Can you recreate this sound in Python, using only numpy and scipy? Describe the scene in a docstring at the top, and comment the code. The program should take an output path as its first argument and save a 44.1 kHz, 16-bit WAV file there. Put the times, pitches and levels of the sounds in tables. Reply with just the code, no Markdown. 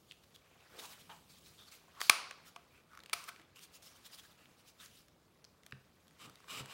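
"""A quiet hard room: hands slide and press a plastic ruler and cotton cloth on a cutting mat.
The hands make shaped noise that hisses and scrapes; nails and plastic tick as short ringing bursts.
The guard of a rotary cutter snaps in bursts that ring its modes and the hollow handle; its ratchet is
a run of short ticks. The cutter is set down with soft bumps that ring the table, and its blade crackles
through the cloth in short strokes. Echoes, faint room noise and a hum lie around it all."""
import sys
import numpy as np
from scipy import signal
from scipy.fft import rfft, irfft
from scipy.io import wavfile
from scipy.ndimage import uniform_filter1d

SR = 44100
rng = np.random.default_rng(int(sys.argv[2]) if len(sys.argv) > 2 else 0)


def waveform_to_disk(signal):
    """Save audio, clipped to [-1, 1], as 16-bit WAV at the path in sys.argv[1]."""
    frames = np.transpose(np.atleast_2d(signal))
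    scaled = np.clip(frames, -1, 1) * 32767
    samples = np.round(scaled).astype(np.int16)
    wavfile.write(sys.argv[1], SR, samples)


N = 296793
TIME = np.arange(N) / SR  # seconds


def amp(db):
    """Turns decibels into gain."""
    return 10 ** (np.asarray(db) / 20)


def evened(x):
    """Scales a sound to an average strength (rms) of 1."""
    return x / np.sqrt(np.mean(x ** 2) + 1e-20)


def add(mix, s, sound):
    """Mixes a sound in, starting at s seconds."""
    part = mix[max(round(s * SR), 0):][:len(sound)]
    part += sound[:len(part)]


def coloured(x, points):
    """Filters x by a curve through (Hz, dB) points, then scales it to rms 1."""
    hz, db = np.transpose(points)
    bins = np.fft.rfftfreq(len(x), 1 / SR)
    curve_db = np.interp(np.log(bins + 1), np.log(hz), db)
    return evened(irfft(rfft(x) * amp(curve_db), len(x)))


def resonate(x, hz, width):
    """Rings x at one pitch: a two-pole resonance with gain 1 at its centre."""
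    b, a = signal.iirpeak(np.clip(hz, 20, SR / 2.2), hz / width, SR)
    return signal.lfilter(b, a, x)


def gritty(count, grit_db, grain=30):
    """Noise whose strength jumps from grain to grain, as fibres catch and let go."""
    strengths = amp(grit_db * rng.standard_normal(count // grain + 1))
    sizes = np.repeat(strengths, grain)[:count]
    return evened(sizes * rng.standard_normal(count))


def patchy(x, patch_db):
    """Random patches of pitch and time swell and sink, making the noise uneven."""
    z = signal.stft(x, nperseg=256)[2]
    patches = uniform_filter1d(rng.standard_normal(z.shape), size=5, axis=0)
    patches = uniform_filter1d(patches, size=6, axis=1)
    return evened(signal.istft(z * amp(patch_db * evened(patches)), nperseg=256)[1][:N])


def contact(ms, swell):
    """A jagged burst of force that swells and dies on the time scale ms, then fades to silence."""
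    t = np.arange(1500) / SR * 1000 / max(ms, .03)
    shape = t ** swell * np.exp(-(0.94 + .5 * swell) * t) * np.exp(-(t / 5) ** 4)
    return gritty(1500, 4, grain=6) * shape


def hands():
    """Skin on cloth hisses; where a nail or the ruler edge scrapes, one band stands out."""
    # Short rubs of skin and cloth. Each row: peak in seconds, hiss in dB, spread in ms,
    # scrape pitch in Hz, scrape level in dB.
    rubs = [(0.111, -70, 15, 3370, -71), (0.24, -66, 3.2, 3970, -65), (0.355, -63, 5.7, 3470, -63),
            (0.791, -69, 33, 430, -59), (0.798, -52, 6.8, 3650, -53.5), (0.846, -51.5, 17.3, 910, -60),
            (0.92, -56.5, 18, 1000, -67.5), (1.01, -62, 7.5, 3160, -69), (1.114, -88, 10, 3030, -59.5),
            (1.16, -71, 21, 990, -68.5), (1.383, -70, 7, 3600, -70), (1.473, -66, 16, 3970, -67),
            (1.684, -69, 7.2, 4470, -61.5), (1.99, -72, 15, 1130, -60.5), (2.481, -59, 13, 1428, -71),
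            (2.77, -78.5, 27, 2470, -70), (2.939, -79.5, 21, 1402, -66.5), (3.289, -52, 5.2, 1390, -51.5),
            (3.405, -87, 20, 259, -64.5), (3.64, -54.5, 11, 4540, -66), (3.757, -55, 11.8, 2830, -66.5),
            (3.871, -65.5, 7.3, 5300, -60), (3.965, -63.5, 5.4, 3080, -65.5), (4.063, -55, 8.3, 3500, -63),
            (4.143, -54.5, 13, 4960, -61), (4.194, -55.5, 8.2, 3290, -58.5), (4.25, -65, 14, 1650, -69.5),
            (4.313, -70, 11, 1210, -73.5), (4.5, -87, 50, 330, -73.5), (4.602, -68.5, 9.3, 2900, -76),
            (4.69, -62, 13.7, 4750, -71.5), (4.808, -67, 8.1, 3630, -58), (4.845, -56, 21.7, 1670, -68),
            (4.97, -66, 40, 3000, -74.5)]
    # Slips, where a grip lets go at once and the cloth slides to rest. Each row: peak in seconds,
    # hiss in dB, spread in ms, scrape pitch in Hz, scrape level in dB.
    slips = [(1.103, -85, 24, 880, -55.5), (1.3, -64.5, 35, 4470, -68), (1.588, -79, 45, 3520, -60),
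             (1.723, -58.5, 27, 2260, -66), (2.009, -46, 58, 4500, -51), (3.15, -57, 104, 1213, -67),
             (3.563, -63.5, 34, 2810, -64.5), (3.829, -61, 63, 5340, -69.5), (4.39, -79, 53, 2700, -71.5)]
    # Slow handling under the rubs. Each row: time in seconds, hiss in dB, dull drag in dB.
    handling = [(0.0, -72, -91), (0.58, -73.5, -70), (0.94, -63.5, -66), (1.271, -70.5, -85.5),
                (1.52, -64.5, -77.5), (2.02, -74, -69.5), (2.149, -76, -57.5), (2.53, -73.5, -73),
                (2.92, -77, -79.5), (3.18, -72, -66.5), (3.41, -79.5, -75), (4.05, -68.5, -70.5),
                (4.52, -74, -76), (5.161, -77, -81.5), (6.02, -74.5, -80), (6.73, -68, -63)]
    # Tone of the hiss. Each row: pitch in Hz, relative level in dB.
    hiss_tone = [(880, -27.5), (1500, -12.5), (2690, -3.5), (3690, -1.5), (5710, -4), (15200, -10),
                 (16000, -3.5)]
    # Tone of the dull drag. 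Each row: pitch in Hz, relative level in dB.
    drag_tone = [(120, -33), (200, -8), (571, -0.5), (720, 0), (1260, -5), (1440, -1.5), (2440, -2),
                 (8000, -18.5), (10400, -44), (17600, -120)]
    s, hiss_db, drag_db = np.transpose(handling)
    hiss_level = amp(np.interp(TIME, s, hiss_db))
    drag_level = amp(np.interp(TIME, s, drag_db))
    drag = drag_level * patchy(coloured(gritty(N, 0.74), drag_tone), 3.5)
    scrape = np.zeros(N)
    # a rub swells over 1.3 times its spread, a slip over a fixed 5 ms
    moves = [(1.3 * row[2], *row) for row in rubs] + [(5, *row) for row in slips]
    for rise_ms, peak, db, spread_ms, hz, scrape_db in moves:
        ms = np.arange(-4000, 12000) / SR * 1000
        swell = np.exp(-(ms / np.where(ms < 0, rise_ms, spread_ms)) ** 2 / 2)
        start = peak - 4000 / SR
        add(hiss_level, start, amp(db) * swell)
        grit = gritty(len(ms), 4.0)
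        # the scraped edge rings, and the ruler under it adds its lowest mode
        edge = evened(resonate(grit, hz, 200 + 0.022 * hz))
        ruler = evened(resonate(grit, 1500, 650))
        add(scrape, start, amp(scrape_db) * swell * (edge + amp(-10) * ruler))
    hiss = hiss_level * patchy(coloured(gritty(N, 1.6), hiss_tone), 2.5)
    return hiss + scrape + drag


def ticks():
    """Each contact rings one damped spot and gives off a bright edge; faint creaks fall at random times."""
    # Small ticks of nails and plastic, the ratchet's among them. Each row: start in seconds,
    # ring level in dB, ring pitch in Hz, sharp edge level in dB.
    tick_list = [(0.1113, -38.5, 3100, -63), (0.12, -44.5, 3030, -43), (0.36, -46, 3380, -53),
                 (0.7957, -40, 3700, -50), (0.8546, -45, 4040, -57), (1.0988, -45.5, 3200, -58),
                 (1.7215, -47, 5460, -59), (2.0053, -55, 5090, -29.5), (2.9324, -53.5, 1473, -58),
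                 (2.951, -52, 1480, -50), (2.974, -44.5, 1490, -47), (2.991, -46, 1430, -50),
                 (3.0026, -46.5, 3180, -51), (3.0359, -49, 3300, -44), (3.06, -46.5, 2450, -44),
                 (3.0965, -42, 3040, -41), (3.207, -59, 1413, -53), (3.2404, -39.5, 8500, -43),
                 (3.361, -47.5, 2140, -55), (3.3967, -51, 2296, -55), (3.416, -53.5, 2660, -54),
                 (3.5598, -52.5, 2710, -55), (3.5918, -52, 6500, -44.5), (3.8235, -54, 3100, -55),
                 (4.4562, -51.5, 2430, -58.5), (4.86, -43.5, 5350, -53), (5.083, -59.5, 1853, -54),
                 (5.4428, -48, 4720, -50), (5.4491, -44.5, 5080, -48), (5.6338, -54, 2276, -52.5),
                 (5.664, -47, 3143, -41), (5.7102, -62, 2693, -49.5), (5.7227, -37, 2180, -49.5),
                 (6.0805, -60.5, 3480, -53), (6.109, -59.5, 1400, -58), (6.297, -54.5, 1370, -49),
                 (6.356, -51.5, 3910, -50.5), (6.403, -56.5, 1250, -55), (6.4422, -51.5, 1240, -59.5),
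                 (6.482, -48, 1270, -58), (6.6585, -66, 1350, -38), (6.6803, -61, 1430, -53)]
    blow_ms, edge_ms = 1, 1.1  # time scales of the blow and of the rattling edge
    out = np.zeros(N)
    for s, db, hz, edge_db in tick_list:
        force = contact(blow_ms, 0.55)
        width = 230 + .35 * hz  # Hz
        ring = resonate(resonate(force, hz, width), hz, 2 * width)
        edge = resonate(contact(edge_ms, 0.5), 2400, 6000)
        add(out, s, amp(db) * ring / abs(ring).max() + amp(edge_db) * edge / abs(edge).max())
    # about 30 creaks a second, of uneven strength
    creaks = (rng.random(N) < 30 / SR) * amp(-64 + 4 * rng.standard_normal(N))
    crumb = resonate(contact(0.17, 0.92), 1800, 3000)
    return out + signal.oaconvolve(creaks, crumb / abs(crumb).max())[:N]


def guard(force, tilt_db, hollow_db):
    """Rings each mode of the guard and the handle's cavity by its own force, with a set share of energy."""
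    # Modes of the plastic guard. Each row: pitch in Hz, width of the first of two
    # resonances in Hz, level in dB before the tilt.
    guard_modes = [(520.3, 400, -13.5), (1240, 430, -3), (1654.5, 500, -16), (2340, 440, 0.5),
                   (2960, 900, -8.5), (4370, 540, -8.5), (4870, 2300, -9), (7300, 1100, -21.5),
                   (9430, 750, -8), (11100, 2200, -20), (14500, 2500, -21)]
    # the tilt, in dB per octave, turns around 3000 Hz
    modes = [(hz, w, db + tilt_db * np.log2(hz / 3000)) for hz, w, db in guard_modes]
    modes.append((698, 14, hollow_db))  # the cavity of the handle
    rings = []
    for hz, w, db in modes:
        push = np.append(force(), np.zeros(3000))[:4096]
        ring = resonate(resonate(push, hz, w), hz, 4 * w)
        rings.append(amp(db) * np.sqrt(w) * ring / np.linalg.norm(ring))
    return np.array(rings)


def snaps():
    """Each jump of the catch clatters for a few milliseconds; the walls hear all its sides, so mode powers add."""
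    # Snaps of the cutter's guard. Each row: time in seconds, level in dB, clatter length in ms,
    # tilt in dB per octave, hollow ring in dB.
    snap_list = [(2.0147, -22.5, 2.5, 0, -6), (2.0963, -4.5, 3.96, 1, -10.5),
                 (2.31, -35.5, 3.15, -2.5, -14), (2.5612, -39, 4.3, -4, 11.5), (3.13, -22, 8.8, 1.5, -1.5),
                 (3.286, -38, 8.7, -0.5, 0)]
    direct, around = np.zeros(N), np.zeros(N)
    for s, db, ms, tilt_db, hollow_db in snap_list:
        # the high swell of 2.5 makes the force build up before it peaks
        clack = guard(lambda: contact(0.46 * ms, 2.5), tilt_db, hollow_db).sum(0)
        # for the walls: the guard's modes without the cavity, rung by a single click
        modes = guard(lambda: np.eye(1, 1500)[0], tilt_db, hollow_db)[:-1]
        power = (abs(rfft(modes)) ** 2).sum(0)
        pulse = np.roll(irfft(np.sqrt(power)), 128)[:256] * np.hanning(256)
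        strength = np.sqrt((clack[:round(ms * SR / 1000)] ** 2).mean())
        size = amp(db) * 0.36 / strength
        add(direct, s - .001, size * clack)
        add(around, s, size * pulse)
    return direct, around


def blade():
    """Threads part in dense crackle that rings the cutter, while the table rumbles a little after."""
    # Cutting strokes. Each row: start in seconds, length in seconds, push in dB, table rumble in dB.
    strokes = [(6.164, .13, -53, -61), (6.459, .18, -44, -56.5), (6.66, .14, -50.5, -65)]
    # Ringing of the cutter. Each row: pitch in Hz, a third of the width in Hz, relative level in dB.
    cutter_modes = [(1187, 46, -12.5), (2400, 52, -6.5), (2900, 91, 1), (3720, 88, -5.5), (5020, 83, -11),
                    (7560, 140, -7.5)]
    # Tone of the parting threads. Each row: pitch in Hz, relative level in dB.
    thread_tone = [(240, -43), (400, -10.5), (879, -14), (1180, -4.5), (1680, -11), (2880, -8.5),
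                   (16000, -20.5)]
    bite_s, lift_s = 0.047, 0.037  # the push builds as the blade bites and drops as it lifts
    shake_lag_s = 0.033
    push, shake = np.zeros(N), np.zeros(N)
    for s, length, push_db, rumble_db in strokes:
        t = np.arange(0, length, 1 / SR)
        stroke = (np.minimum(t / bite_s, 1) * np.minimum((length - t) / lift_s, 1)) ** 2
        add(push, s, amp(push_db) * stroke)
        add(shake, s + shake_lag_s, amp(rumble_db) * np.sqrt(stroke))
    threads = gritty(N, 2.8, grain=12)
    body = sum(amp(db) * resonate(threads, hz, 3 * w) / np.sqrt(w) for hz, w, db in cutter_modes)
    rumble = evened(resonate(rng.standard_normal(N), 94, 180))
    cut = amp(-8) * evened(body) + amp(-7.5) * coloured(threads, thread_tone)
    return push * cut + shake * rumble


def table_ring(x):
    """The table top answers a push with its low modes, each a fading sine."""
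    # Modes of the table top. Each row: pitch in Hz, level in dB, time to fade by 60 dB in seconds.
    table_modes = [(132, -4, 0.23), (198.6, -17, 0.34), (238.6, -12.5, 0.06), (421, -12.5, 0.028),
                   (93.9, -11, 0.19)]
    t = np.arange(SR // 4) / SR
    ring = sum(amp(db - 60 * t / t60) * np.sin(2 * np.pi * hz * t) for hz, db, t60 in table_modes)
    return signal.oaconvolve(x, ring)[:N]


def bumps():
    """The cutter bumps the table top with soft pushes, which ring its low modes."""
    # Bumps of the cutter. Each row: time in seconds, relative push in dB.
    bump_list = [(5.726, -54), (6.299, -67), (6.604, -51.5)]
    out = np.zeros(N)
    for s, db in bump_list:
        add(out, s + 0.003, amp(db) * np.diff(np.hanning(120)) * 3)
    return table_ring(out)


def room(x):
    """Dense echoes after a short gap, duller than the source, each band dying at its own speed."""
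    # Fading of the echoes. Each row: pitch in Hz, time to fade by 60 dB in seconds.
    fading = [(250, 0.25), (660, 0.68), (1740, 0.43), (4590, 0.61), (12100, 0.3)]
    bins, t, z = signal.stft(rng.standard_normal(SR), SR, nperseg=256)
    hz, t60 = np.transpose(fading)
    fade_s = np.interp(np.log(bins + 1), np.log(hz), t60)[:, None]
    dull_db = -1.5 * np.log2(bins[:, None] / 1000 + 1)
    tail = signal.istft(z * amp(dull_db - 60 * t / fade_s), SR, nperseg=256)[1]
    # silent for just over 1 ms, then fading in over 3 ms
    tail = tail * np.clip(np.arange(len(tail)) / SR / 0.003 - .4, 0, 1)
    return signal.fftconvolve(x, tail / np.linalg.norm(tail))[:N]


def air():
    """Low room noise that wavers slightly, and a faint hum made of narrow noise, louder for a while."""
    # Tone of the room noise. Each row: pitch in Hz, relative level in dB.
    air_tone = [(15, -57.5), (25, -26.5), (70, -2), (166, -8.5), (242, -7), (326, -8.5), (503, -9),
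                (1130, -21.5), (2410, -25), (2760, -36), (16000, -41)]
    louder = uniform_filter1d(1. * ((TIME > 0.8) & (TIME < 1.55)), size=4000)
    hum = evened(resonate(rng.standard_normal(N), 164, 41.0))
    noise = patchy(coloured(rng.standard_normal(N), air_tone), 1.2)
    return amp(-71.5) * noise + amp(-77 + 5 * louder) * hum


def scene():
    """The work on the mat, its echo, the table and the air."""
    clacks, around = snaps()
    near = hands() + ticks() + blade()
    small = near + clacks + amp(-13.5) * room(near + around)
    # small light things radiate no deep bass
    no_bass = signal.butter(4, 110, "high", fs=SR, output="sos")
    small = signal.sosfilt(no_bass, small)
    return (small + bumps() + air())[None]


def record(dry):
    """Two resonances lift the presence, then a low-pass filter cuts the top of the treble."""
    # Lifts from the phone and its stand. 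Each row: pitch in Hz, width in Hz, lift in dB.
    lifts = [(1180, 290, 6), (2400, 300, 1)]
    lifted = dry + sum((amp(db) - 1) * resonate(dry, hz, w) for hz, w, db in lifts)
    low_pass = signal.firwin(511, 15900, window=("kaiser", 9), fs=SR)  # cutoff in Hz
    return signal.oaconvolve(lifted, low_pass[None], "same")


dry = scene()
out = record(dry)
waveform_to_disk(out)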